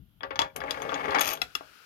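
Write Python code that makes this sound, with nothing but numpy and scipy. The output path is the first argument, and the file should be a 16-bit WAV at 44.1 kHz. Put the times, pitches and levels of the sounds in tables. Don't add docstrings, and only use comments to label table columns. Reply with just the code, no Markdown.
import sys
import numpy as np
from scipy import signal
from scipy.fft import rfft, irfft, next_fast_len
from scipy.io import wavfile

SR = 44100
rng = np.random.default_rng(int(sys.argv[2]) if len(sys.argv) > 2 else 0)


def bounce(signal):
    frames = np.transpose(np.atleast_2d(signal))
    limited = np.clip(frames, -1, 1)
    pcm = np.round(limited * 32767).astype(np.int16)
    wavfile.write(sys.argv[1], SR, pcm)


N = 81585
TIME_S = np.arange(N) / SR
RING_N = int(0.25 * SR)
RING_TIME_S = np.arange(RING_N) / SR

# (frequency [Hz], density [dB])
LINK_COLOUR = [(300, -3), (1500, 3), (2800, 1.5), (4000, -0.5), (6500, -7.5), (8000, -11.5), (16000, -57)]
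# (frequency [Hz], density [dB])
REFLECTION_COLOUR = [(50, -8), (500, 5), (3000, -2), (8000, -2.5), (16000, -2)]


def clacks():
    # (time [s], relative body, link and tick levels [dB], part ring [Hz], relative ring level [dB])
    contacts = [(0.2071, -51.5, -63, -99, 3350, -48.5), (0.2323, -37, -47, -73, 1630, -44),
                (0.3066, -37, -49, -78, 1690, -43.5), (0.357, -42, -45.5, -67.5, 6080, -54),
                (0.391, -35, -26, -46, 3385, -33), (.4172, -35, -34.5, -53.5, 3384, -32.5),
                (0.4988, -72, -78, -96, 2300, -60), (.562, -43.5, -49.5, -40, 3096, -47.5),
                (0.604, -46.5, -47.5, -66, 3404, -62), (.6163, -41, -54, -69, 1700, -42),
                (0.6804, -47, -78, -81, 2154, -40.5), (0.708, -46.5, -33, -44, 4880, -34),
                (0.8194, -40.5, -47.5, -53.5, 6340, -47.5), (0.8924, -37, -44, -70, 3430, -53),
                (0.942, -43, -39.5, -70, 6580, -46), (0.977, -66, -66, -79, 4480, -61),
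                (1.107, -51, -44, -62.5, 4150, -47.5), (1.149, -31, -38, -58, 2243, -30.5),
                (1.157, -32.5, -49, -70, 1470, -29.5), (1.185, -34, -39.5, -56, 2230, -33),
                (1.194, -34, -35, -43.5, 6760, -40.5), (1.208, -36, -38.5, -33.5, 13100, -31),
                (1.213, -36.5, -30.5, -34.5, 12600, -44), (1.278, -44, -42, -37.5, 13500, -39),
                (1.289, -58, -38.5, -42, 12900, -53), (1.332, -55, -44, -42.5, 12930, -37.5),
                (1.3724, -52.5, -50.5, -61, 3200, -52)]
    low_hz, hard_top_hz = 216, 7400
    hard_db, db_per_octave = -43, 11
    highpass = signal.butter(2, low_hz, "high", fs=SR, output="sos")
    out, count = np.zeros(N), len(contacts)
    for contact, cast, steel, crack in zip(contacts, body(count), links(count), tick(count)):
        start_s, body_db, link_db, tick_db, part_hz, part_db = contact
        top_hz = hard_top_hz * 2 ** np.clip((link_db - hard_db) / db_per_octave, -1, 0)
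        lowpass = signal.butter(6, top_hz, fs=SR, output="sos")
        frame = signal.sosfilt(lowpass, from_db(body_db) * cast + from_db(link_db) * steel)
        part = from_db(part_db) * struck_part(part_hz, t60_s=0.033)
        add(out, start_s, 2 * (signal.sosfilt(highpass, frame) + from_db(tick_db) * crack + part))
    return out


def snaps():
    events = [(1.4164, -19.5, -40), (1.5514, -22.5, -41.5)]  # (time [s], level [dB], tick level [dB])
    touches = [(0, -0.5), (.0016, 2), (.0034, -12)]
    # (frequency [Hz], t60 [s], level in first snap [dB], level in second [dB])
    spring_modes = [(727, 0.036, -4.5, -22.5), (1228, 0.031, -19, -5.5), (1409, 0.075, -9, -14.5),
                    (2032, 0.033, -1.5, -10.5), (2637, 0.023, 2.5, -11), (2777, 0.025, -4.5, 1),
                    (3380, 0.027, 4.5, 2), (3915, 0.029, -1, -11), (4130, 0.019, 1, -7),
                    (5270, 0.014, 3.5, 4), (6830, 0.014, -18, -6)]
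    build_s, wash_db = 0.0016, -15
    attack = 1 - np.exp(-RING_TIME_S / build_s)
    out, count = np.zeros(N), len(touches)
    for k, (start_s, db, tick_db) in enumerate(events):
        modes = [(hz, levels_db[k], t60_s) for hz, t60_s, *levels_db in spring_modes]
        clink = ringing(modes, count=1, spread_db=1)[0] * attack
        add(out, start_s, from_db(db) * unit_energy(clink))
        steel = from_db(db + wash_db) * wash(LINK_COLOUR, t60_s=0.14, count=count)
        cracks = steel + from_db(tick_db) * tick(count)
        for (delay_s, touch_db), crack in zip(touches, cracks):
            add(out, start_s + delay_s, from_db(touch_db) * crack)
    return out


def scrape():
    pressure = [(1.185, -110), (1.21, -20.5), (1.23, -30), (1.25, -27.5), (1.29, -29.5), (1.328, -31),
                (1.345, -38.5), (1.39, -60), (1.42, -110)]
    colour = [(250, -5.5), (1400, 4.5), (3300, 7), (4300, -4), (4900, 0.5), (5500, 2), (6300, 4),
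              (7700, -15), (8400, -17.5), (8850, -4), (9400, -11), (12000, -9), (13100, 2.5), (14300, -16),
              (15200, -41)]
    return chatter(wash(colour, t60_s=0.013, count=3), pressure, total_per_s=650)


def gear_rattle(count=3):
    effort = [(.38, -110), (.42, -38.5), (.46, -47), (.52, -85), (.57, -51.5), (.63, -45), (.72, -38),
              (.8, -41), (.87, -41.5), (.95, -31), (1.0, -36.5), (1.08, -31.5), (1.13, -33.5),
              (1.16, -23.5), (1.21, -40.5), (1.24, -40), (1.32, -35.5), (1.35, -49), (1.45, -100)]
    places = body(count) + from_db(-21) * links(count) + from_db(-29.5) * tick(count)
    return chatter(places, effort, total_per_s=170)


def gear_teeth():
    catches = [(0.6378, -38.5, 1720), (0.7726, -38.5, 1650), (0.8501, -42, 2180), (0.9198, -30.5, 1550),
               (0.9533, -34, 1524), (0.9975, -40, 2230), (1.0128, -37.5, 2214), (1.0426, -36, 2150),
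               (1.057, -32, 2210), (1.083, -41, 2230), (1.1456, -24.5, 1925)]
    colour = [(200, -20), (700, 8.5), (2300, -2), (3400, -7), (4500, -23), (6500, -13.5), (8500, -45)]
    t60_s, ring_db = 0.05, -3
    out = np.zeros(N)
    for (start_s, db, hz), crack in zip(catches, wash(colour, t60_s, len(catches))):
        add(out, start_s, from_db(db) * (crack + from_db(ring_db) * struck_part(hz, t60_s)))
    return out


def shaft_knocks():
    # (time [s], relative thud level [dB], ring [Hz], relative ring level [dB])
    knocks = [(.224, -44.5, 825, -64), (.247, -43, 546, -39.5), (.319, -52.5, 538, -38.5),
              (0.3922, -42, 940, -29), (.4087, -38.5, 948, -28.5), (0.5589, -41.5, 553, -41),
              (.637, -34, 546, -37), (.702, -57, 547, -40), (.772, -39.5, 547, -39.5), (.85, -40, 548, -35),
              (.925, -38, 540, -38), (1.078, -37, 408.2, -33.5), (1.317, -43, 652, -37),
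              (1.608, -42, 640, -77)]
    decay = [(550, 0.27), (930, 0.089)]
    lowpass = signal.butter(2, 930, fs=SR, output="sos")
    thuds = signal.sosfilt(lowpass, body(len(knocks)))
    out = np.zeros(N)
    for (start_s, thud_db, hz, ring_db), thud in zip(knocks, thuds):
        hollow = from_db(ring_db) * struck_part(hz, at_hz(decay, hz))
        add(out, start_s, 2 * (from_db(thud_db) * thud + hollow))
    return out


def body(count):
    modes = [(281.7, -12.5, 0.18), (398.7, -11.5, 0.23), (539.8, -1, 0.21), (623, -5, 0.24),
             (737, -9.5, 0.087), (823, -7.5, 0.13), (922, -2, 0.045), (1156.7, 3, 0.13), (1410, -3, 0.22),
             (1586, -8.5, 0.14), (1630, -6.5, 0.15), (1750, -1, 0.13), (1945, -1.5, 0.083),
             (2200, 1.5, 0.13)]
    colour = [(50, -32), (120, -16.5), (250, -14.5), (450, -5.5), (900, 1.5), (1500, -1.5), (2300, -7),
              (3200, -10.5), (4500, -26.5), (8000, -54), (16000, -61)]
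    return ringing(modes, count, spread_db=5) + from_db(1) * wash(colour, t60_s=0.14, count=count)


def links(count):
    modes = [(2664, 11.5, 0.018), (3382, 17, 0.041), (3937, 3.5, 0.034), (4440, -11, 0.034),
             (4860, 8, 0.039), (5300, 9.5, 0.014), (6380, 4.5, 0.028), (6680, -1.5, 0.033)]
    return ringing(modes, count, spread_db=5) + from_db(-1) * wash(LINK_COLOUR, t60_s=0.11, count=count)


def tick(count):
    colour = [(1000, -17), (4000, -14), (6500, -8), (8000, -14.5), (9500, -7.5), (11500, -2.5), (13200, -7),
              (14500, -10.5), (16000, -47)]
    return wash(colour, t60_s=0.075, count=count)


def struck_part(hz, t60_s, contact_s=0.0007):
    attack = 1 - np.exp(-(RING_TIME_S / contact_s) ** 2)
    return unit_energy(damped_sine(hz, t60_s) * attack)


def ringing(modes, count, spread_db):
    sines = [(-1) ** k * from_db(db) * damped_sine(hz, t60_s) for k, (hz, db, t60_s) in enumerate(modes)]
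    strengths = from_db(spread_db * rng.standard_normal((count, len(modes))))
    return unit_energy(strengths @ np.array(sines))


def wash(colour, t60_s, count):
    crack_db, crack_t60_s = 4.5, 0.012
    cepstrum = irfft(np.log(from_db(at_hz(colour, bins_hz(RING_N)))), RING_N)
    causal_filter = np.exp(rfft(2 * cepstrum * (np.arange(RING_N) < RING_N // 2)))
    envelope = from_db(-60 * RING_TIME_S / t60_s) + from_db(crack_db - 60 * RING_TIME_S / crack_t60_s)
    bursts = rng.standard_normal((count, RING_N)) * envelope
    return unit_energy(irfft(rfft(bursts) * causal_filter, RING_N))


def chatter(responses, curve, total_per_s):
    count = len(responses)
    gain = level(curve) / np.sqrt(count)
    return sum(drive(grains(total_per_s / count) * gain, response) for response in responses)


def grains(per_s, spread_db=3.5):
    jitter, polarity, size = rng.standard_normal((4000, 3)).T
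    times_s = (np.arange(len(jitter)) + 0.5 * jitter) / per_s
    at = (times_s * SR).astype(int)
    inside = (at >= 0) & (at < N)
    impulses = np.sign(polarity) * from_db(spread_db * np.clip(size, -2, 2))
    force = np.zeros(N)
    force[at[inside]] = impulses[inside]
    return force / force.std() / np.sqrt(SR / 100)


def shaft_growl():
    curve = [(.52, -105), (.565, -40), (.72, -49.5), (.85, -36.5), (1.0, -39.5), (1.1, -37), (1.2, -41),
             (1.3, -49), (1.42, -49.5), (1.55, -72.5)]
    colour = [(40, -35), (100, -17.5), (150, -2), (220, -9.5), (285, 0.5), (335, -15.5), (410, 3.5),
              (520, 1), (800, -1.5), (3000, -80)]
    return level(curve) * noise(colour)


def table_rumble():
    curve = [(0, -44), (.07, -57), (.13, -62), (.37, -52.5), (.42, -44.5), (.52, -59), (.64, -48),
             (.8, -57), (.92, -53), (1.0, -63), (1.08, -45.5), (1.35, -79), (1.43, -48.5), (1.52, -68.5),
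             (1.65, -67), (1.85, -79)]
    colour = [(20, -38), (40, -2), (62, 2.5), (100, -0.5), (160, -4), (250, -11), (450, -31.5), (1200, -56),
              (16000, -74)]
    return level(curve) * noise(colour)


def stereo_pair(left):
    shading = [(50, -14.5), (150, -12), (300, -7), (600, -8), (1100, -7), (2200, -14), (4000, -10),
               (8000, -22), (13000, -16)]
    likeness = [(50, 0.7), (400, 1), (650, 1), (1100, 0.7), (2500, 0.47), (13000, 0.4)]  # (frequency [Hz], coherence [0..1])
    lag_s = 0.000444
    size = next_fast_len(N + RING_N, True)
    hz = bins_hz(size)
    direct = at_hz(likeness, hz)
    scatter = rfft(wash(REFLECTION_COLOUR, t60_s=0.12, count=1)[0], size)
    scatter /= np.sqrt(np.mean(np.abs(scatter) ** 2))
    blend = direct + np.sqrt(1 - direct ** 2) * scatter
    path = blend * from_db(at_hz(shading, hz)) * np.exp(-2j * np.pi * hz * lag_s)
    right = irfft(rfft(left, size) * path, size)[:N]
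    return np.array([left, right])


def room_tail(stereo, gain_db=-17.5):
    tails = wash(REFLECTION_COLOUR, t60_s=0.22, count=2)
    wet = [drive(side, tail / np.linalg.norm(tail)) for side, tail in zip(stereo, tails)]
    return from_db(gain_db) * np.array(wet)


def room_hiss(right_db=-11.5):
    curve = [(0, -81.5), (.5, -74), (.75, -48.5), (1.4, -53), (1.65, -52.5), (1.85, -51.5)]  # (time [s], level [dB])
    colour = [(30, -26), (300, -4.5), (700, -8.5), (1100, -4.5), (1420, 11.5), (1900, -4.5), (2750, 1),
              (3500, -6), (4800, -4), (8000, -16.5), (12500, -13.5), (16000, -23)]
    return level(curve) * np.array([noise(colour), from_db(right_db) * noise(colour)])


def from_db(db):
    return 10 ** (np.asarray(db) / 20)


def level(curve):
    return from_db(np.interp(TIME_S, *np.transpose(curve)))


def at_hz(points, hz):
    points_hz, values = np.transpose(points)
    return np.interp(np.log(hz + 1), np.log(points_hz), values)


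def bins_hz(size):
    return np.arange(size // 2 + 1) * SR / size


def noise(colour):
    size = next_fast_len(N, True)
    spectrum = rfft(rng.standard_normal(size)) * from_db(at_hz(colour, bins_hz(size)))
    x = irfft(spectrum, size)[:N]
    return x / x.std()


def damped_sine(hz, t60_s):
    return from_db(-60 * RING_TIME_S / t60_s) * np.sin(2 * np.pi * hz * RING_TIME_S)


def unit_energy(response):
    return response / np.sqrt(np.sum(response ** 2, axis=-1, keepdims=True) / (SR / 100))


def drive(force, response):
    return signal.fftconvolve(force, response)[:N]


def add(out, start_s, sound):
    at = int(np.clip(start_s * SR, 0, N - 1))
    out[at:at + len(sound)] += sound[:N - at]


def scene():
    lows = table_rumble() + shaft_growl()
    contacts = clacks() + shaft_knocks() + gear_teeth() + gear_rattle() + scrape() + snaps()
    near = stereo_pair(contacts + lows)
    return near + room_hiss() + room_tail(near)


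def record(dry):
    colour = [(500, 3), (2400, -3), (3100, 7), (4500, -8), (8500, -17), (12400, 4), (16000, -10.5)]  # (frequency [Hz], density [dB])
    hiss_db, cutoff_hz = -73, 16000
    hiss = from_db(hiss_db) * np.array([noise(colour), noise(colour)])
    lowpass = signal.ellip(10, 0.1, 80, cutoff_hz, fs=SR, output="sos")
    return signal.sosfilt(lowpass, dry + hiss)


dry = scene()
out = record(dry)
bounce(out)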